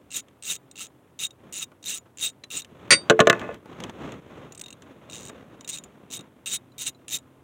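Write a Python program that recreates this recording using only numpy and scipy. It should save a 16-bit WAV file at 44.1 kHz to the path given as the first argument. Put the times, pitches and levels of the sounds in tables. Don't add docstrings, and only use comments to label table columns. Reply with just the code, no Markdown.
import sys
import numpy as np
from scipy import signal
from scipy.fft import rfft, irfft, next_fast_len
from scipy.io import wavfile
from scipy.ndimage import uniform_filter1d, minimum_filter1d, map_coordinates

SR = 44100
rng = np.random.default_rng(int(sys.argv[2]) if len(sys.argv) > 2 else 0)


def wrap_up_sound(samples):
    columns = np.atleast_2d(samples).T
    tamed = np.clip(columns, -1, 1)
    steps = np.round(tamed * 32767).astype(np.int16)
    wavfile.write(sys.argv[1], SR, steps)


N = 327663


def amp(db):
    return 10 ** (np.asarray(db) / 20)


def unit(x):
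    return x / np.sqrt(np.mean(x ** 2) + 1e-20)


def noise(spectrum, size):
    hz, db = np.transpose(spectrum)
    m = next_fast_len(size)
    bins_hz = np.fft.rfftfreq(m, 1 / SR)
    gain = amp(np.interp(np.log(bins_hz + 1), np.log(hz), db))
    white = rng.standard_normal(m)
    return unit(irfft(rfft(white) * gain, m)[:size])


def wobble(rate):
    knots = rng.standard_normal(int(N * rate / SR) + 4)
    return map_coordinates(knots, [np.arange(N) * rate / SR])


def fade(t, t60):
    return np.exp(-np.log(1000) * t / t60)


def ring(modes, t, scatter_db):
    hz, db, t60 = np.transpose(modes)[:, :, None]
    size = amp(db + scatter_db * rng.standard_normal(hz.shape))
    rise = 1 - np.exp(-2 * hz * t)
    wave = np.sin(2 * np.pi * (hz * t + rng.random(hz.shape)))
    return np.sum(size * rise * fade(t, t60) * wave, axis=0)


def add(track, s, sound):
    part = track[max(round(s * SR), 0):][:len(sound)]
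    part += sound[:len(part)]


def swing(u, fastest):
    side = np.interp(u, [0, np.clip(fastest, .05, .95), 1], [-1, 0, 1])
    return np.abs(side) ** 1.4


# (frequency [Hz], relative level [dB], t60 [s])
HEAD_MODES = [(1300, -29, .025), (2750, -9, .018), (3745, -7, .038), (4050, -15, .028), (6970, -12, .05),
              (7350, -15, .025), (8120, -6, .025), (10480, -14, .024), (11060, -26, .025),
              (13000, -24, .035), (14170, -15, .02), (15450, -17, .022)]
# (frequency [Hz], relative density [dB per Hz])
SNAP_SPECTRUM = [(40, -30), (200, -7), (900, -23.5), (1900, -12.5), (2800, -3.5), (3900, -5), (4450, -10.5),
                 (5400, -9.5), (6200, 2), (7700, -2.5), (9000, -11.5), (10700, -17.5), (12000, -28.5),
                 (15700, -18)]


def colour(low_db, high_db):
    hz = np.transpose(HEAD_MODES)[0]
    return low_db * (hz < 5000) + high_db * (hz > 9000)


def click(t, colour_db, ring_db, snap_t60):
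    modes = [(hz, db + extra, t60) for (hz, db, t60), extra in zip(HEAD_MODES, colour_db)]
    since = t - rng.uniform(0.0012, 0.0055)
    rebound = amp(-9.5) * (since > 0) * fade(np.abs(since), snap_t60)
    snap = noise(SNAP_SPECTRUM, len(t)) * (fade(t, snap_t60) + rebound)
    onset = 1 - np.exp(-t / 0.00079)
    return (snap + amp(ring_db) * ring(modes, t, scatter_db=4.5)) * onset


# (start [s], length [s], fastest point [share of length], relative vigour there [dB],
#  vigour lost at the ends [dB], weight of the low ring [dB], extra for the lowest modes [dB])
BACK_STROKES = [ (0.105, .104, .62, -28.5, 15, -6, 6.5), (.424, .144, .58, -27.5, 16, -4, 4.5),
                (0.756, .117, 0.44, -34.5, 12, -0.5, 9), (1.19, .078, .5, -28, 8, -4.5, 5),
                (1.525, 0.074, .75, -32.5, 6, -2, 5.5), (1.601, 0.039, .6, -30, 7.5, -6, 11),
                (1.84, .147, .38, -29, 12, 1.5, -3), (2.172, .13, .58, -26, 19, 1, -2.5),
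                (2.503, .108, .6, -31.5, 8, 4.5, 2), (5.11, .135, .15, -39, 8.5, -2.5, 1),
                (5.681, .03, .42, -30, 9.5, -4.5, -4), (5.717, .036, .55, -33, 6, 4.5, -18),
                (6.111, .06, .42, -32.5, 7.5, -3.5, -5), (6.459, .04, .1, -32, 2, -0.5, 1.5),
                (6.499, .072, .55, -25.5, 10, -1, -13), (6.781, .06, .68, -29.5, 10, -2, 0),
                (6.845, .05, .55, -26.5, 12, -1.5, 1), (7.107, .066, .55, -26, 8, 1, -15)]
RING_DB, RING_GROWS = -0.5, 0.22
SEAT_DB = 8.5


def back_strokes():
    out, t = np.zeros(N), np.arange(SR // 16) / SR
    lowest = np.transpose(HEAD_MODES)[0] < 3000
    for start, length, fastest, peak_db, ends_db, low_ring_db, lowest_db in BACK_STROKES:
        s = start
        seating = SEAT_DB * uniform_filter1d(rng.standard_normal((60, len(HEAD_MODES))), size=5, axis=0)
        for seat_db, (force_db, spacing) in zip(seating, rng.standard_normal((60, 2))):
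            if s > start + length:
                break
            db = peak_db - ends_db * swing((s - start) / length, fastest)
            teeth_per_s = np.clip(130 * amp(db + 39) ** .7, 95, 380)
            size = amp(db + 6.0 + force_db) * np.sqrt(125 / teeth_per_s)
            colour_db = seat_db + lowest_db * lowest + colour(low_ring_db, 0.45 * (db + 33))
            ring_db = RING_DB + RING_GROWS * (db + 33.5)
            add(out, s, size * click(t, colour_db, ring_db, snap_t60=0.015))
            s += np.exp(.07 * spacing) / teeth_per_s
    return out


# (time [s], relative level [dB], weight of the low ring [dB])
LONE_TEETH = [(0.7123, -35, 5), (1.3069, -36.5, 3), (1.8272, -35, 3), (2.6194, -29, 7), (4.5945, -26, -8.5),
              (4.6128, -22, -3.5), (5.0981, -31.5, 7), (5.6082, -32.5, 4), (5.6461, -32.5, 4),
              (5.676, -20.5, -19), (5.8381, -30, -12), (6.103, -31.5, 1), (7.1855, -34, 9)]
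# (start [s], length [s], rate [teeth per s], relative level [dB], weight of the low ring [dB])
SLOW_TURNS = [(4.522, .065, 37, -31.5, -4), (4.6381, .1, 45, -32, 6), (5.251, .045, 95, -30.5, -0.5),
              (5.759, .032, 79, -25, -5), (6.1754, .04, 62, -34.5, 5.5), (7.081, .024, 113, -23.5, -6)]


def single_teeth():
    out, t = np.zeros(N), np.arange(SR // 12) / SR
    teeth = list(LONE_TEETH)
    for start, length, teeth_per_s, db, low_db in SLOW_TURNS:
        for since in np.arange(0, length, 1 / teeth_per_s):
            teeth.append((start + since, db, low_db))
    for s, db, low_db in teeth:
        tooth = click(t, colour(low_db, high_db=-5.5), ring_db=-2.0, snap_t60=0.01)
        add(out, s, amp(db - 4.0) * tooth)
    return out


# (time [s], relative level [dB])
FRAME_HITS = [(2.9062, 9), (2.911, -3), (2.919, 4.5), (2.925, 0.5)]
# (frequency [Hz], relative level [dB], t60 [s])
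STEEL_MODES = [(318, -24, .2), (560, -18, .15), (1460, -14, .1), (1917, -4, .09), (2061, -6, .09),
               (2250, -13, .11), (2450, -11, .08), (3704, -19, .17), (4537, -4, .07), (4642, -4, .16),
               (5905, -12, .1), (6738, -11, .06), (7402, -18, .08), (8643, -4, .125), (9301, -6, .088)]
# (frequency [Hz], relative density [dB per Hz])
CLASH_SPECTRUM = [(59, -50), (100, -13), (558, -11.5), (836, -33.5), (1060, -13.5), (1720, -14.5),
                  (1910, -2), (4290, -14.5), (4670, -0.5), (5300, -21.5), (5770, -8.5), (9610, -27),
                  (16000, -62)]


def bolt_on_frame():
    out, t = np.zeros(N), np.arange(SR // 3) / SR
    add(out, FRAME_HITS[0][0], amp(2) * ring(STEEL_MODES, t, scatter_db=1.7))
    for s, db in FRAME_HITS:
        clash = noise(CLASH_SPECTRUM, len(t)) * fade(t, .06)
        add(out, s, amp(db - 6) * clash)
    return out


# (time [s], relative level [dB], relative thump [dB], relative crack [dB],
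#  pitch that the struck spot favours [Hz])
PAN_BOUNCES = [(3.0982, 5.5, -2, 5, 396.8), (3.192, -4, 4.5, -11.5, 541), (3.2026, 4, -2, 1.5, 1008),
               (3.2713, -2.5, 3, -2.5, 743), (3.2987, -3.5, 3.5, 4, 1829), (3.3285, -18, 7.5, -3, 1600),
               (3.4149, -26.5, 0.5, -11.5, 1190), (3.4907, -24.5, 4, -26.5, 440)]
# (frequency [Hz], relative level [dB], t60 when bounced on [s])
PAN_MODES = [(130, -19, .3), (200, -18, .25), (265, -15, .2), (305, -15, .2), (352, -11, .26),
             (440, -8, .25), (490, -7, .11), (578, -6.5, .13), (672, -4, .075), (790, -16, .05),
             (1071, -11, .09), (1200, -7, .07), (1470, -9, .07), (1720, -8, .075), (2050, -12, .05),
             (2580, -11, .055)]
# (frequency [Hz], relative density [dB per Hz])
CRACK_SPECTRUM = [(50, -47.5), (150, -1.5), (550, -3), (850, -13), (1600, -1), (2200, -7), (2700, -3),
                  (4100, -8.5), (4600, -24), (5400, -22.5), (6100, -12), (7600, -17.5), (11800, -42.5),
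                  (15700, -40)]


def bolt_on_pan():
    out, t = np.zeros(N), np.arange(SR // 2) / SR
    for s, db, thump_db, crack_db, spot_hz in PAN_BOUNCES:
        crack = noise(CRACK_SPECTRUM, len(t)) * (fade(t, 0.019) + amp(-27.5) * fade(t, 0.053))
        modes = [(hz, level - 5 * abs(np.log2(hz / spot_hz)), t60) for hz, level, t60 in PAN_MODES]
        dent = 1 + 2.1 * fade(t, 0.024)
        drum = ring(modes, t, scatter_db=1.3) * dent
        add(out, s, amp(db + crack_db - 2.5) * crack + amp(db + thump_db - 7.5) * drum)
    return out


# (frequency [Hz], relative density [dB per Hz])
SCRATCH_SPECTRUM = [(500, -20.5), (1050, 6.5), (2000, 1), (3600, -4), (4800, -22.5), (6500, -14),
                    (8200, -23), (10000, -36.5), (15000, -37.5)]
ROLL_START_S, ROLL_LENGTH_S, ROLL_EDGE_S = 3.325, .245, 0.018
ROLL_DB, ROLL_SLOWING_DB_PER_S = -34.5, 32


def bolt_rolling():
    since, t = np.arange(N) / SR - ROLL_START_S, np.arange(SR // 3) / SR
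    rolling = np.clip(np.minimum(since, ROLL_LENGTH_S - since) / ROLL_EDGE_S, 0, 1)
    level = rolling * amp(ROLL_DB - ROLL_SLOWING_DB_PER_S * np.clip(since, 0, ROLL_LENGTH_S))
    contacts = (rng.random(N) < 220 / SR) * rng.standard_normal(N)
    answer = ring(PAN_MODES, t, scatter_db=1) * fade(t, .15)
    patter = unit(signal.fftconvolve(contacts, answer)[:N])
    scrape = amp(-21.5 + 3 * wobble(150) + 2.5 * wobble(60)) * noise(SCRATCH_SPECTRUM, N)
    return level * (patter + scrape)


# (time [s], relative level [dB], relative dull knock [dB])
TAPS = [(0.284, -50, -13), (1.718, -62, 25), (2.058, -65, 18.5), (2.4393, -32.5, -14), (2.6471, -37, -22),
        (3.3955, -35, -1), (3.5439, -42, 6), (3.6586, -57.5, 23), (3.8031, -32.5, -5.5),
        (3.8379, -26.5, -8.5), (3.896, -36, 8), (4.121, -35.5, 0), (4.8214, -39.5, -21), (5.2973, -43, 14)]
# (frequency [Hz], relative density [dB per Hz])
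TICK_SPECTRUM = [(800, -13), (1600, -3), (3200, 6.5), (4700, -14.5), (6500, -1), (8300, -11), (11000, -23),
                 (15700, -26.5)]
# (frequency [Hz], relative density [dB per Hz])
KNOCK_SPECTRUM = [(60, -11.5), (250, 5.5), (1200, -1.5), (2600, -15.5), (5000, -36.5)]


def taps():
    out, t = np.zeros(N), np.arange(SR // 12) / SR
    for s, db, knock_db in TAPS:
        tick = noise(TICK_SPECTRUM, len(t)) * fade(t, 0.023)
        knock = noise(KNOCK_SPECTRUM, len(t)) * fade(t, 0.047)
        add(out, s, amp(db - 2.5) * (tick + amp(knock_db - 3.5) * knock))
    return out


# (time [s], relative level [dB])
CLINKS = [(2.437, -37.5), (6.72, -53.5), (6.948, -51)]
# (frequency [Hz], relative level [dB], t60 [s])
SOCKET_MODES = [(4000, -2, 0.05), (7030, -15, 0.043)]


def clinks():
    out, t = np.zeros(N), np.arange(SR // 10) / SR
    for s, db in CLINKS:
        add(out, s, amp(db) * ring(SOCKET_MODES, t, scatter_db=7.5))
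    return out


# (time [s], relative level [dB])
RUB_LEVEL = [(0, -62), (2.55, -63.5), (2.88, -45.5), (3.06, -48), (3.35, -39), (3.55, -45), (3.62, -60.5),
             (5.55, -52), (6.5, -61), (7.43, -60)]
# (middle [s], length [s], relative level [dB])
SLEEVE_BRUSHES = [(1.475, .2, -54.5), (2.067, 0.034, -53.5), (2.546, 0.115, -52.5), (3.732, 0.2, -46),
                  (3.849, 0.18, -40), (4.062, 0.31, -39), (4.37, 0.39, -48), (4.897, 0.11, -51.5),
                  (5.24, 0.5, -50.5), (6.17, 0.283, -53)]
# (frequency [Hz], relative density [dB per Hz])
CLOTH_SPECTRUM = [(20, -45.5), (60, -6), (130, -1), (250, -0.5), (540, -5.5), (780, -12.5), (1200, -16.5),
                  (1600, -25.5), (3000, -53.5)]


def rubbing():
    now = np.arange(N) / SR
    power = amp(np.interp(now, *np.transpose(RUB_LEVEL))) ** 2
    for middle, length, db in SLEEVE_BRUSHES:
        swell = np.cos(np.pi * np.clip((now - middle) / length, -.5, .5))
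        power = power + (amp(db) * swell) ** 2
    slips = amp(1.2 * wobble(35) + 1.8 * wobble(170))
    rub = amp(2) * noise(CLOTH_SPECTRUM, N)
    scratch = amp(-7.5) * noise(SCRATCH_SPECTRUM, N)
    return np.sqrt(power) * slips * (rub + scratch)


def underbody(x):
    t = np.arange(SR // 3) / SR
    spectrum = [(100, 4.5), (1500, 8), (4000, -14.5), (12000, -19.0)]
    tail = noise(spectrum, len(t)) * fade(t, 0.064) * (t > .003)
    return signal.fftconvolve(x, tail / np.linalg.norm(tail))[:N]


# (frequency [Hz], relative density [dB per Hz])
AIR_SPECTRUM = [(20, -46), (45, -15.5), (100, -3.5), (140, -10), (200, -15.5), (280, -5.5), (450, -13.5),
                (1040, -19), (1600, -31.5), (5000, -39.5), (9000, -36), (15700, -39)]
# (frequency [Hz], relative level [dB])
HUM_TONES = [(129.2, -62.5), (263.8, -64.5)]
HUM_QUIET_DB, HUM_LOUD_DB, HUM_RISE_S = -7, 1, (6.4, 6.7)


def background():
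    now = np.arange(N) / SR
    hum = np.zeros(N)
    for hz, db in HUM_TONES:
        hum += amp(db) * np.sqrt(2) * np.sin(2 * np.pi * hz * now + .5 * wobble(15))
    hum_level = amp(np.interp(now, HUM_RISE_S, [HUM_QUIET_DB, HUM_LOUD_DB]))
    return amp(-61.0) * noise(AIR_SPECTRUM, N) + hum_level * hum


def scene():
    bolt = bolt_on_frame() + bolt_on_pan() + bolt_rolling()
    bolt = signal.sosfilt(signal.butter(3, 120, "highpass", fs=SR, output="sos"), bolt)
    metal = back_strokes() + single_teeth() + taps() + clinks() + bolt
    return (metal + amp(-20.5) * underbody(metal) + rubbing() + background())[None]


def record(dry):
    dry = signal.sosfilt(signal.butter(2, 65, "highpass", fs=SR, output="sos"), dry)
    ceiling, top_hz = .92, 15850
    needed = np.minimum(1, ceiling / (np.abs(dry) + 1e-9))
    gain = uniform_filter1d(minimum_filter1d(needed, size=121), size=61)
    m = next_fast_len(N + SR // 4)
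    passed = np.fft.rfftfreq(m, 1 / SR) < top_hz
    return irfft(rfft(dry * gain, m) * passed, m)[..., :N]


dry = scene()
out = record(dry)
wrap_up_sound(out)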